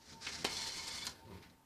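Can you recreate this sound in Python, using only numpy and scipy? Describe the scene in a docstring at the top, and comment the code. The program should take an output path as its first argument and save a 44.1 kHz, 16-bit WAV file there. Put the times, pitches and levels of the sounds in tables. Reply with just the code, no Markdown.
"""Pulling paper from a shop scale

A paper strip is pulled by hand from its roll in the scale's plastic printer, in a quiet room.
It rubs under the guide, snaps tight, slides out with a rasp that rings the holder, and flicks free.
Fingers brush the paper and the loose roll bumps in its cradle. The steel pan rings faintly."""
import sys
import numpy as np
from scipy import signal
from scipy.fft import rfft, irfft, next_fast_len
from scipy.io import wavfile
from scipy.ndimage import map_coordinates

SR = 44100
rng = np.random.default_rng(int(sys.argv[2]) if len(sys.argv) > 2 else 0)


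def unload_wav(signal):
    """Save mono or channel-first audio to the path in sys.argv[1] as 16-bit WAV at rate SR, clipped to [-1, 1]."""
    wavfile.write(
        sys.argv[1],
        SR,
        np.round(np.clip(np.atleast_2d(signal).T, -1, 1) * 32767).astype(np.int16),
    )


N = 72765

# Levels are relative, before mixing. A decay_s is the time to fade by 60 dB.
# How loud each movement is over time: time_s, level_db
THREAD_LEVEL = [(0, -69.5), (.055, -69.5), (.098, -51.5), (.118, -60.5), (.132, -57), (.186, -67.5),
                (.228, -50.5), (.256, -49.5), (.285, -46), (.325, -43.5), (.385, -45), (.43, -52)]  # the end goes under the guide
PULL_LEVEL = [(.468, -44.5), (.51, -44.5), (.57, -42), (.63, -41.5), (.69, -44), (.77, -45), (.86, -46),
              (.95, -44), (1.01, -45.5), (1.045, -48.5)]  # the long pull
CHATTER_LEVEL = [(.53, -56), (.585, -51), (.605, -54), (.635, -49), (.67, -54), (.74, -52)]  # the hardest part of the pull
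RECOIL_LEVEL = [(1.06, -46), (1.10, -58), (1.125, -62.5), (1.16, -63), (1.23, -70.5)]  # the free end sweeps back
BRUSH_LEVEL = [(1.26, -67), (1.34, -56), (1.416, -65.5), (1.432, -53), (1.52, -67.5), (1.55, -74),
               (1.6, -90)]  # fingers on the paper
RUMBLE_LEVEL = [(0, -66), (.10, -66.5), (.12, -54), (.20, -63.5), (.31, -56.5), (.41, -52.5), (.50, -52.5),
                (.66, -70), (.79, -59), (.88, -64), (.935, -56), (.98, -61), (1.05, -56.5), (1.10, -56),
                (1.14, -57), (1.24, -62), (1.33, -54), (1.45, -61.5), (1.51, -62), (1.6, -73.5)]  # the roll turns
PAN_RING_LEVEL = [(0, -75.5), (.42, -70), (.48, -61), (1.1, -70.5), (1.47, -72.5), (1.62, -80.5)]  # handling keeps the pan ringing
# The tone of each noise, from bass to treble: pitch_hz, level_db
THREAD_TONE = [(400, -12), (700, -7), (1000, -8.5), (1500, -1), (2600, -4.5), (3600, -2), (4200, 1.5),
               (5500, 2.5), (7700, -8), (11400, -20), (14500, -50)]
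PULL_TONE = [(200, -5), (450, -5.5), (650, -11.5), (1000, -10), (1400, -6.5), (2200, -7), (2700, -7.5),
             (4400, -0.5), (6000, -3.5), (8200, -7.5), (11000, -18.5), (13000, -21), (14500, -43)]
RECOIL_TONE = [(300, -26), (700, 6), (1000, -11), (1550, 8.5), (1950, -1), (2700, 0.5), (4500, 4.5),
               (6500, -7.5), (9000, -6.5), (14500, -12)]
BRUSH_TONE = [(300, -6), (900, -2), (2100, 5.5), (3000, 0.5), (4500, 3.5), (7000, -11), (12000, -15.5)]
RUMBLE_TONE = [(20, -28), (40, -25), (58, 1), (90, 3), (130, -1), (170, 0), (260, 0), (380, -5.5),
               (650, -12.5), (1500, -33)]
HUSH_TONE = [(20, -9), (90, -1), (300, -6), (550, -12), (900, -7), (2300, -19), (4300, -21), (6000, -22),
             (14500, -24)]
# The notes each part rings at (narrow ones ring longer): pitch_hz, width_hz, level_db
HOLDER_NOTES = [(990, 97, -6), (1105, 30, -10), (2196, 77, 1.5), (2280, 33, -3), (3080, 56, 1.5),
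                (3470, 30, 8), (4226, 100, 2.5), (4465, 120, 2), (4760, 84, 0.5), (4910, 51, -0.5),
                (5150, 56, 0.5), (5740, 30, 0), (6040, 51, -4), (6720, 67, -4)]
GUIDE_NOTES = [(4220, 85, 0), (4460, 130, -8), (5690, 130, -2.5)]
CRADLE_NOTES = [(96, 27, 6), (166, 47, 4), (244, 24, -6), (339, 33, 2.5), (600, 27, -20), (934, 106, -2)]
# Hard catches of the strip on the guide: start_s, level_db
GUIDE_CATCHES = [(.5687, -36), (.581, -37.5), (.619, -35), (.645, -41), (.721, -41), (.957, -41)]
# Snaps of the paper: start_s, level_db, decay_s, low_hz, high_hz, knock_db
PAPER_SNAPS = [(0.266, -39.5, 0.053, 1430, 4900, -28), (0.2695, -38, 0.048, 1090, 4030, -11),
               (.2915, -43, 0.017, 700, 6000, -6.5), (0.4442, -32.5, 0.02, 900, 8150, -4.5),
               (0.447, -31, 0.027, 227, 1500, -0.5), (0.447, -40, 0.014, 5500, 8700, -40),
               (0.4486, -28, 0.043, 1670, 5700, -16.5), (1.053, -48, 0.11, 2760, 8900, -13),
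               (1.0676, -28.5, 0.012, 3530, 6600, -33), (1.0702, -38.5, 0.044, 2900, 6400, -30),
               (1.069, -39.5, 0.036, 730, 1800, -27), (1.077, -39.5, 0.016, 3800, 5560, -6),
               (1.093, -50.5, 0.17, 3700, 5860, -16), (1.498, -66, 0.064, 3180, 5200, -18)]
# Low notes of the plastic case: pitch_hz, level_db, decay_s
CASE_NOTES = [(162, -20, 0.046), (254, 0.5, 0.042), (310, -6.5, 0.035), (400, 0, 0.04), (504, -4.5, 0.019),
              (798, -1.5, 0.032), (844, -3, 0.04), (1012, -3, 0.041), (1080, -15, 0.042)]
# Shaking of the loose roll: time_s, level_db, typical_bumps_per_s
ROLL_BUMPS = [(1.263, -64.5, 101), (1.29, -55, 124), (1.354, -53.5, 112), (1.406, -62, 92),
              (1.428, -70, 54)]
# Notes of the steel pan: pitch_hz, level_db
PAN_NOTES = [(775, -11.5), (904.4, -1)]
# How long the room echoes: pitch_hz, decay_s
ROOM_DECAY = [(150, 0.089), (1000, 0.29), (5000, 0.09), (12000, 0.054)]


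def rubbing(thread_db=-0.5, pull_db=-3.5, holder_db=-1.5, brush_db=-5):
    """Paper rubs over the guide and fingers; pulled tight, it also rings the holder."""
    thread = amp(thread_db) * envelope(THREAD_LEVEL) * with_tone(friction(), THREAD_TONE)
    tight = with_tone(friction(), PULL_TONE) + amp(holder_db) * holder()
    pull = amp(pull_db) * envelope(PULL_LEVEL) * tight
    recoil = envelope(RECOIL_LEVEL) * with_tone(friction(), RECOIL_TONE)
    brush = amp(brush_db) * envelope(BRUSH_LEVEL) * with_tone(friction(), BRUSH_TONE)
    return thread + pull + recoil + brush


def friction(slips_per_s=3500, hiss_share=0.6, uneven_db=2.83):
    """Paper fibres catch and let go: many tiny clicks on a smooth hiss."""
    slips = (rng.random(N) < slips_per_s / SR) * rng.choice([-1, 1], N)
    slips = unit(slips * amp(2 * rng.standard_normal(N)))
    rasp = np.sqrt(1 - hiss_share) * slips + np.sqrt(hiss_share) * rng.standard_normal(N)
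    return rasp * amp(uneven_db * wobble(70.18))


def holder(top_hz=7140, swell_db=2.5):
    """Rubbing rings the holder; each note swells and fades as the contact shifts."""
    rasp = filtered(friction(), lambda hz: 1 / (1 + (hz / top_hz) ** 6))
    return unit(sum(ring(rasp * amp(swell_db * wobble(30)), [note]) for note in HOLDER_NOTES))


def chatter(slips_per_s=100):
    """The strip sticks and slips unevenly, ringing the guide's high notes."""
    slips = (rng.random(N) < slips_per_s / SR) * amp(2 * rng.standard_normal(N))
    pings = ring(slips, GUIDE_NOTES)
    return envelope(CHATTER_LEVEL) * unit(ring(pings, [(4770, 2000, 0)]))  # keep one broad treble band


def catches(rise_s=0.0006, tick_db=-4, tick_decay_s=0.005):
    """The strip sticks and jerks free: a tick and a short ping of the guide."""
    out, t = np.zeros(N + SR), np.arange(SR // 10) / SR
    for start_s, level_db in GUIDE_CATCHES:
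        ping = 0
        for hz, width_hz, db in GUIDE_NOTES:
            fade = amp(db + rng.normal(0, 1.5)) * np.exp(-np.pi * width_hz * t)
            ping += fade * np.sin(2 * np.pi * (hz * t + rng.random()))
        tick = with_tone(rng.standard_normal(len(t)), PULL_TONE) * amp(tick_db - 60 * t / tick_decay_s)
        rise = 1 - np.exp(-t / rise_s)
        out[round(start_s * SR):][:len(t)] += amp(level_db) * (tick + ping * rise)
    return out[:N]


def snaps(rise_s=0.00036, steepness=3.44, case_db=-6, holder_db=-12):
    """The paper buckles in short cracks that knock the case and ring the holder."""
    out, t = np.zeros(N + SR), np.arange(SR // 5) / SR
    rise = 1 - np.exp(-t / rise_s)
    for start_s, level_db, decay_s, low_hz, high_hz, knock_db in PAPER_SNAPS:
        band = lambda hz: 1 / np.hypot(1, (low_hz / (hz + 1)) ** steepness + (hz / high_hz) ** steepness)
        crack = unit(filtered(rng.standard_normal(len(t)), band)) * amp(-60 * t / decay_s)
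        knock = sum(amp(db - 60 * t / ring_s) * np.cos(2 * np.pi * hz * t) * rng.choice([-1, 1])
                    for hz, db, ring_s in CASE_NOTES)
        snap = crack + amp(case_db + knock_db) * knock
        out[round(start_s * SR):][:len(t)] += amp(level_db) * rise * snap
    out = out[:N]
    return out + amp(holder_db) * np.std(out) * unit(ring(out, HOLDER_NOTES))


def roll(rumble_db=-2.5, soften_hz=860):
    """The roll rumbles as it turns, then bumps unevenly in its cradle when let go."""
    loudness = amp(rumble_db + wobble(30.66)) * envelope(RUMBLE_LEVEL)
    rumble = loudness * with_tone(rng.standard_normal(N), RUMBLE_TONE)
    time_s, _, typical_rate = np.transpose(ROLL_BUMPS)
    bumps_per_s = np.interp(np.arange(N) / SR, time_s, typical_rate) * np.exp(0.3 * wobble(120))
    bump_count = np.floor(np.cumsum(bumps_per_s) / SR)
    bumps = np.diff(bump_count, prepend=0) * amp(1.5 * rng.standard_normal(N))
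    thuds = filtered(bumps, lambda hz: 1 / (1 + 1j * hz / soften_hz) ** 2)
    return rumble + envelope(ROLL_BUMPS) * unit(ring(thuds, CRADLE_NOTES))


def steel_pan(waver_db=6.5, drift_radians=0.69):
    """The pan rings faintly on two wavering notes."""
    t, notes = np.arange(N) / SR, 0
    for hz, db in PAN_NOTES:
        loudness = amp(db + waver_db * wobble(24.36)) * np.sqrt(2)
        notes += loudness * np.sin(2 * np.pi * hz * t + drift_radians * wobble(10))
    return envelope(PAN_RING_LEVEL) * notes


def near_echoes(x, count=8, spread_s=0.018):
    """Sound bounces off the desk and case: quick echoes with little bass."""
    delays_s = spread_s * (0.14 + rng.random(count))
    echoes = lambda hz: sum(np.exp(-2j * np.pi * hz * delay) for delay in delays_s) / np.sqrt(count)
    return filtered(x, lambda hz: echoes(hz) * hz / (hz + 600))


def room_echo(x):
    """The room adds a short echo that lasts longest at middle pitches."""
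    hz, t, noise = signal.stft(rng.standard_normal(SR // 2), SR, nperseg=256)
    fade = amp(-60 * t / at_pitch(ROOM_DECAY, hz)[:, None])
    tail = signal.istft(noise * fade, SR, nperseg=256)[1]
    return signal.fftconvolve(x, np.pad(tail, (SR // 200, 0)) / np.linalg.norm(tail))[:N]


def room_hush(level_db=-69.5):
    """The soft, steady noise of a quiet room."""
    return amp(level_db) * with_tone(rng.standard_normal(N), HUSH_TONE)


def amp(db):
    """Turn decibels into a multiplier."""
    return 10 ** (np.asarray(db) / 20)


def unit(x):
    """Scale a sound to an average power of 1."""
    return x / np.sqrt(np.mean(x ** 2) + 1e-20)


def at_pitch(rows, hz):
    """Read a table's value between its listed pitches."""
    pitch_hz, values = np.transpose(rows)
    return np.interp(np.log(hz + 1), np.log(pitch_hz + 1), values)


def envelope(rows, fade_s=0.015):
    """Loudness over time from a table, fading away beyond its ends."""
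    time_s, level_db = np.transpose(rows)[:2]
    t = np.arange(N) / SR
    outside_s = np.maximum(time_s[0] - t, 0) + np.maximum(t - time_s[-1], 0)
    return amp(np.interp(t, time_s, level_db)) * np.exp(-(outside_s / fade_s) ** 2)


def wobble(points_per_s):
    """A smooth curve through random points."""
    points = rng.standard_normal(int(N * points_per_s / SR) + 4)
    return map_coordinates(points, [np.arange(N) * points_per_s / SR])


def filtered(x, response):
    """Multiply each pitch in a sound by response(hz)."""
    size = next_fast_len(len(x) + 8192)
    return irfft(rfft(x, size) * response(np.fft.rfftfreq(size, 1 / SR)), size)[:len(x)]


def with_tone(x, tone):
    """Shape a sound's bass and treble, at a power of 1."""
    return unit(filtered(x, lambda hz: amp(at_pitch(tone, hz))))


def ring(x, notes):
    """Let a sound ring an object's own notes."""
    return filtered(x, lambda hz: sum(amp(db) * 1j * hz * width / (pitch**2 - hz**2 + 1j * hz * width)
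                                      for pitch, width, db in notes))


def scene(near_echo_db=-12.5, room_db=-9.5):
    """Everything reaches one microphone, so both channels are the same."""
    slide = rubbing() + chatter() + catches()
    near = slide + amp(near_echo_db) * near_echoes(slide) + snaps() + roll()
    mono = near + amp(room_db) * room_echo(near) + steel_pan() + room_hush()
    return np.array([mono, mono])


def record(dry, top_hz=14800):
    """Cut off the very highest treble."""
    return np.array([filtered(channel, lambda hz: hz < top_hz) for channel in dry])


dry = scene()
out = record(dry)
unload_wav(out)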